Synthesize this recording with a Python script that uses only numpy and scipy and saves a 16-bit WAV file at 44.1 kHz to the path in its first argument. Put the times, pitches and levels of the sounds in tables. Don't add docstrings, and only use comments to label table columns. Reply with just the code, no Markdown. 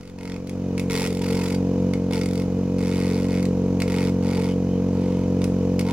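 import sys
import numpy as np
from scipy import signal
from scipy.fft import rfft, irfft, next_fast_len
from scipy.io import wavfile
from scipy.ndimage import uniform_filter1d

SR = 44100
rng = np.random.default_rng(int(sys.argv[2]) if len(sys.argv) > 2 else 0)


def materialize(psi):
    bounded = np.clip(np.atleast_2d(psi).T, -1, 1)
    quanta = np.round(bounded * 32767).astype(np.int16)
    wavfile.write(sys.argv[1], SR, quanta)


N = 261072
TIME_S = np.arange(N) / SR

# time_s, turn_rate_hz
MOTOR_SPEED = [(0.0, 45.64), (0.3, 45.41), (0.5, 46.16), (0.8, 45.66), (1.15, 45.39), (1.55, 45.9),
               (1.95, 45.75), (2.2, 45.49), (2.55, 45.87), (2.9, 45.49), (3.4, 45.91), (3.75, 45.75),
               (4.05, 45.63), (4.5, 45.65), (4.9, 45.82), (5.2, 45.63), (5.45, 45.85), (5.92, 45.45)]
# time_s, level_db
HUM_LEVEL = [(0.0, -38.5), (0.08, -39.5), (0.33, -29.5), (0.48, -31.5), (0.54, -27.5), (0.74, -24),
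             (1.25, -24.5), (1.32, -21.5), (1.5, -25.5), (1.52, -22), (1.88, -20.5), (2.01, -23),
             (3.76, -20.5), (3.87, -22), (4.29, -20.5), (4.32, -22), (5.74, -20), (5.92, -22.5)]
# multiple_of_turn_rate, relative_db
HUM_ORDERS = [(1, -16.5), (2, -4), (3, -5), (4, 1.5), (5, -3), (6, -2.5), (7, -12), (8, -13), (9, -22.5),
              (10, -7.5), (11, -7), (12, -24), (13, -20), (14, -24.5), (15, -23), (16, -31), (17, -29.5),
              (18, -30), (19, -34.5), (20, -32), (21, -29), (22, -57), (23, -32), (24, -35)]
# freq_hz, gain_db
HISS_SPECTRUM = [(25, 0), (60, 17), (150, 20.5), (450, 15), (650, 12), (1000, 7), (1400, 3), (1800, -2),
                 (2400, -0.5), (3400, -6), (6400, -3), (8200, -16), (12000, -18.5), (16000, -20.5)]
# pitch_hz, width_hz, relative_db
BEARING_RINGS = [(1055, 13, -28), (2494, 60, -13), (2982, 30, -15.5), (6230, 200, -21), (6950, 45, -22.5)]
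# pitch_hz, rms_db
DRONE_TONES = [(24.7, -51.5), (49.4, -63)]
# start_s, end_s, first_contact_db, second_contact_db,
# end_slack_db, looseness_ratio, midway_turns, start_gap_turns, end_gap_turns, treble_db, upper_ring_db
TUBE_PRESSES = [(0, .119, -68, -55.5, 0.5, 0.4, .32, 0.45, 0.47, -1, -73),
                (0.178, 0.383, -72, -46.5, 3.5, 0.53, 0.39, 0.51, 0.55, -6, -53),
                (0.899, 1.083, -38, -37, 1.5, 0.5, .38, 0.55, .56, 2.5, -41),
                (1.086, 1.199, -61, -48, 1.5, .25, 0.34, .52, 0.47, 7, -58),
                (1.201, 1.554, -43, -42, 2, 0.63, .71, .26, .22, 1, -43),
                (2.109, 2.187, -43.5, -41, 3, 0.5, 0.37, 0.4, 0.53, 0, -40.5),
                (2.191, 2.254, -45.5, -56, 1.5, .4, 0.4, 0.44, 0.5, 3.5, -58),
                (2.28, 2.429, -64.5, -45.5, 4.5, .25, .44, .5, 0.49, 4, -67),
                (2.77, 3.269, -43.5, -44, 5, 0.22, .475, .5, .6, -0.5, -49),
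                (3.277, 3.407, -44.5, -46, 2, 0, .47, .66, .5, -1, -57),
                (3.869, 4.099, -40, -43.5, 4.5, .32, 0.45, 0.3, 0.71, -1.5, -45),
                (4.215, 4.524, -42, -44.5, 8, 0.3, .445, 0.75, 0.73, -2, -41.5),
                (4.919, 5.244, -53, -56.5, 4.5, .7, 0.6, 0.77, 0.77, -7, -48),
                (5.851, 5.97, -40.5, -45, 6.5, 0.26, 0.38, 0.56, 0.56, -3, -37.5)]
# pitch_hz, relative_db, t60_s
CONTACT_MODES = [(436, -9.5, 0.087), (950, -20, 0.036), (1440, -10.5, 0.0093), (2162, -7.5, 0.01),
                 (2440, -5, 0.0075), (2970, -17.5, 0.013), (3620, -10.5, 0.0065), (4690, -18.5, 0.025),
                 (5270, -26, 0.022), (5390, -13, 0.0094), (7510, -12, 0.007), (9900, -26, 0.011),
                 (10400, -20, 0.012)]
# freq_hz, gain_db
CRACK_SPECTRUM = [(300, -9.5), (900, -7), (1300, -4), (1700, -5.5), (2200, 6.5), (2600, 2.5), (3200, 2),
                  (4800, 3), (6500, -2), (8000, -3.5), (10000, -3.5), (12000, -10), (16000, -14.5)]
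# start_s, level_db, treble_db
RIM_TAPS = [(0.4721, -32.5, -1), (0.495, -36, 8.5), (0.7793, -24, 0), (0.7963, -21.5, 2),
            (0.8992, -21.5, -7), (1.936, -20.5, -10), (2.134, -19, -6), (2.2141, -23, -7),
            (2.259, -27, 5.5), (3.428, -25.5, -1.5), (3.454, -28.5, 3.5), (3.8025, -23, 0.5),
            (3.8199, -16, -2), (5.4177, -26, -6), (5.442, -26, 6.5), (5.7935, -21, 5), (5.8105, -24.5, -1)]
# start_s, end_s, level_db
RUBBER_SQUEAKS = [(4.485, 4.543, -48), (4.662, 4.787, -58), (4.923, 5.26, -59.5)]
# freq_hz, correlation
STEREO_LIKENESS = [(100, 0.62), (500, 0.31), (1000, 0.7), (2000, 0.81), (4000, 0.33), (8000, 0.11),
                   (16000, 0.15)]
# freq_hz, left_minus_right_db
STEREO_BALANCE = [(180, -.3), (350, .7), (550, 1), (1200, -1.5), (2800, -1.3), (5500, 0), (10000, -2.4),
                  (14000, -4.6)]


def from_db(db):
    return 10 ** (np.asarray(db) / 20)


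def unit_rms(x):
    return x / np.sqrt(np.mean(x ** 2) + 1e-20)


def at_hz(points, hz):
    freq_hz, value = np.transpose(points)
    return np.interp(np.log(np.maximum(hz, 1)), np.log(freq_hz), value)


def drift(rate_hz):
    hop, settle = 40, 2000
    pole = np.exp(-2 * np.pi * hop * rate_hz / SR)
    noise = rng.standard_normal(N // hop + settle + 2)
    slow = signal.lfilter([1], [1, -2 * pole, pole * pole], noise)[settle:]
    return np.interp(np.arange(N) / hop, np.arange(len(slow)), unit_rms(slow))


def ring(drive, hz, t60_s):
    radius, step_rad = 10 ** (-3 / (t60_s * SR)), 2 * np.pi * hz / SR
    poles = [1, -2 * radius * np.cos(step_rad), radius * radius]
    return signal.lfilter([0, np.sin(step_rad)], poles, drive + 1e-18)


def colour(x, spectrum, size=4096):
    gain = from_db(at_hz(spectrum, np.fft.rfftfreq(size, 1 / SR)))
    cepstrum = irfft(np.log(gain))
    half = size // 2
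    folded = np.r_[cepstrum[0], 2 * cepstrum[1:half], cepstrum[half], np.zeros(half - 1)]
    response = irfft(np.exp(rfft(folded)))
    return signal.fftconvolve(np.atleast_2d(x), response[None], axes=1)[:, :N]


def spread(pair):
    mid, side = rfft(pair, next_fast_len(N))
    alike = at_hz(STEREO_LIKENESS, np.linspace(0, SR / 2, len(mid)))
    return irfft(np.sqrt(1 + alike) * mid + np.sqrt(1 - alike) * side * [[1], [-1]])[:, :N]


def brighten(x, starts_s, treble_db, corner_hz=5000):
    latest = np.maximum(np.searchsorted(starts_s, TIME_S + .002, side="right") - 1, 0)
    dull = signal.sosfilt(signal.butter(1, corner_hz, fs=SR, output="sos"), x)
    return dull + from_db(treble_db[latest]) * (x - dull)


def housing_hum(turns, load, swell_db, housing_hz=180, node_hz=250, damping=0.18, scatter_hz=750):
    thump_turns, wobble_turns = .465, 0.011
    cup_hz, cup_width_hz = 450, 35
    angle_rad = 2 * np.pi * (turns - thump_turns + wobble_turns * load * drift(27))
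    turn_rate_hz = np.mean(np.array(MOTOR_SPEED)[:, 1])
    out = np.zeros(N)
    for order, level_db in HUM_ORDERS:
        hz = order * turn_rate_hz
        pole, zero = (1 - (hz / f) ** 2 + 1j * damping * hz / f for f in (housing_hz, node_hz))
        phase_rad = np.angle(zero / pole) + (hz / scatter_hz) ** 2 * rng.standard_normal()
        near_cup = np.exp(-((hz - cup_hz) / cup_width_hz) ** 2)
        waver_db = 0.5 * (1 + hz / 400) * drift(6.24)
        out += from_db(level_db + waver_db + near_cup * swell_db) * np.cos(order * angle_rad + phase_rad)
    return unit_rms(out)


def bearing_hiss(turns, throb=0.19, throb_turns=0.48, noise_db=4.0):
    hiss = colour(spread(rng.standard_normal((2, N))), HISS_SPECTRUM) * from_db(noise_db)
    white = spread(rng.standard_normal((2, N)))
    for hz, width_hz, level_db in BEARING_RINGS:
        t60_s = np.log(1000) / (np.pi * width_hz)
        hiss += from_db(level_db) * unit_rms(ring(white, hz, t60_s))
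    return hiss * (1 + throb * np.cos(2 * np.pi * (turns - throb_turns)))


def appliance_drone():
    return sum(np.sqrt(2) * from_db(rms_db) * np.sin(2 * np.pi * (hz * TIME_S + rng.random()))
               for hz, rms_db in DRONE_TONES)


def press_arch(at_s, start_s, end_s, end_slack_db):
    progress = np.clip((at_s - start_s) / (end_s - start_s), 0, 1)
    slack_db = end_slack_db * (2 * progress - 1) ** 2
    return progress, slack_db, from_db(-slack_db) * (at_s >= start_s) * (at_s < end_s)


def grip():
    load, sliding, stirring = np.zeros((3, N))
    for start_s, end_s, first_db, second_db, end_slack_db, looseness, *_, upper_db in TUBE_PRESSES:
        *_, gain = press_arch(TIME_S, start_s, end_s, end_slack_db)
        force = gain * np.hypot(from_db(first_db), from_db(second_db))
        load += force
        sliding += force * looseness
        stirring += gain * from_db(upper_db)
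    return load / load.max(), sliding / sliding.max(), stirring


def cup_swell_db(sliding, depth_db=7, waver_db=1.1, smoothing_s=0.089):
    eased = uniform_filter1d(sliding, int(smoothing_s * SR))
    return depth_db * (eased - eased.mean()) + waver_db * drift(7.3)


def rubber_ring(hz, width_hz):
    t60_s = np.log(1000) / (np.pi * width_hz)
    return unit_rms(ring(ring(rng.standard_normal(N), hz, t60_s), hz, t60_s))


def rubber_cup(turns, main_db, upper_gain, throb=0.34, throb_turns=0.69):
    main = from_db(main_db) * rubber_ring(hz=437, width_hz=45)
    upper = upper_gain * rubber_ring(hz=918, width_hz=150)
    return (main + upper + squeaks()) * (1 + throb * np.cos(2 * np.pi * (turns - throb_turns)))


def clicks_at(times_s, sizes):
    out = np.zeros(N)
    samples = np.clip(np.round(times_s * SR).astype(int), 0, N - 1)
    np.add.at(out, samples, sizes * (times_s < N / SR))
    return out


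def tube_contacts(clicks, crack_s, crack_db, snap_db, ring_db, variety):
    pressure = signal.lfilter([1], [1, -np.exp(-1 / (crack_s * SR))], clicks + 1e-18)
    crack = spread(pressure * rng.standard_normal((2, N)))
    rings, hits = np.zeros((2, N)), np.flatnonzero(clicks)
    mid_only = np.array([[1], [0]])
    for hz, level_db, t60_s in CONTACT_MODES:
        blows = np.zeros((2, N))
        blows[:, hits] = clicks[hits] * (mid_only + variety * rng.standard_normal((len(hits), 2)).T)
        rings += from_db(level_db) * ring(blows, hz, t60_s)
    attack = colour(from_db(crack_db) * crack + from_db(snap_db) * clicks, CRACK_SPECTRUM)
    return attack + from_db(ring_db) * spread(rings)


def tube_rattle(turns, bounce_s=0.001, jitter_s=.00005, uneven_db=.8, gap_turns_per_db=-0.04):
    turn = np.arange(int(turns[-1]) + 1)
    clicks = np.zeros(N)
    for press in TUBE_PRESSES:
        start_s, end_s, first_db, second_db, end_slack_db, looseness = press[:6]
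        midway_turns, start_gap_turns, end_gap_turns = press[6:9]
        midway_s = np.interp(turn + midway_turns, turns, TIME_S)
        progress, slack_db, _ = press_arch(midway_s, start_s, end_s, end_slack_db)
        gap_turns = start_gap_turns + (end_gap_turns - start_gap_turns) * progress
        gap_turns += gap_turns_per_db * slack_db
        bounce_norm = np.sqrt(1 + looseness ** 2 + looseness ** 4)
        for offset_turns, level_db in ((-gap_turns / 2, first_db), (gap_turns / 2, second_db)):
            when_s = np.interp(turn + midway_turns + offset_turns, turns, TIME_S, right=N / SR)
            when_s += jitter_s * rng.standard_normal(len(turn))
            *_, gain = press_arch(when_s, start_s, end_s, end_slack_db)
            force = gain * from_db(level_db) / bounce_norm
            for bounce in range(3):
                uneven = from_db(uneven_db * rng.standard_normal(len(turn)))
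                clicks += clicks_at(when_s, force * looseness ** bounce * uneven)
                when_s += bounce_s * rng.uniform(.5, 1.5, len(turn))
    rattle = tube_contacts(clicks, crack_s=0.0012, crack_db=11, snap_db=26.5, ring_db=13.5, variety=0.32)
    starts_s, *_, treble_db, _ = np.transpose(TUBE_PRESSES)
    return brighten(rattle, starts_s, treble_db)


def rim_taps():
    starts_s, level_db, treble_db = np.transpose(RIM_TAPS)
    clicks = clicks_at(starts_s, from_db(level_db))
    knocks = tube_contacts(clicks, crack_s=0.0024, crack_db=-5, snap_db=7.5, ring_db=-5, variety=.3)
    return brighten(knocks, starts_s, treble_db)


def squeaks(hz=3050, width_hz=220, end_slack_db=7):
    envelope = sum(from_db(level_db) * press_arch(TIME_S, start_s, end_s, end_slack_db)[2]
                   for start_s, end_s, level_db in RUBBER_SQUEAKS)
    return envelope * rubber_ring(hz, width_hz)


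def lab_echoes(x, early_t60_s=0.014, early_db=-10, late_t60_s=0.24, late_db=-8.5, gap_s=0.0026):
    t_s = TIME_S[:SR // 2]
    out = np.zeros((2, N))
    for t60_s, level_db in ((early_t60_s, early_db), (late_t60_s, late_db)):
        echoes = rng.standard_normal((2, len(t_s))) * 10 ** (-3 * t_s / t60_s) * (t_s > gap_s)
        echoes /= np.sqrt(np.sum(echoes ** 2, axis=1, keepdims=True))
        out += from_db(level_db) * signal.fftconvolve(x.mean(axis=0)[None], echoes, axes=1)[:, :N]
    return spread(out)


def scene(start_turns=.079, cup_re_hum_db=-17.5, empty_re_hum_db=-37, hiss_db=-37.5, hiss_follow=0.56):
    turns = start_turns + np.cumsum(np.interp(TIME_S, *np.transpose(MOTOR_SPEED))) / SR
    hum_db = np.interp(TIME_S, *np.transpose(HUM_LEVEL))
    load, sliding, stirring = grip()
    swell_db = cup_swell_db(sliding)
    hum = from_db(hum_db) * housing_hum(turns, load, swell_db)
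    upper_gain = np.hypot(stirring, from_db(hum_db + empty_re_hum_db))
    rubber = rubber_cup(turns, hum_db + cup_re_hum_db + swell_db, upper_gain)
    hiss = from_db(hiss_db + hiss_follow * hum_db) * bearing_hiss(turns)
    plastic = tube_rattle(turns) + rim_taps()
    return hum + rubber + hiss + appliance_drone() + plastic + lab_echoes(plastic)


def record(dry, delay_samples=2, ceiling=.37, cutoff_hz=16100):
    delayed = np.r_[np.zeros(delay_samples), dry[0, :-delay_samples]]
    left = colour(delayed, [(hz, db / 2) for hz, db in STEREO_BALANCE])
    right = colour(dry[1], [(hz, -db / 2) for hz, db in STEREO_BALANCE])
    stereo = np.vstack([left, right])
    rounded = stereo / (1 + (stereo / ceiling) ** 8) ** (1 / 8)
    return signal.sosfilt(signal.ellip(10, .1, 80, cutoff_hz, fs=SR, output="sos"), rounded)


dry = scene()
out = record(dry)
materialize(out)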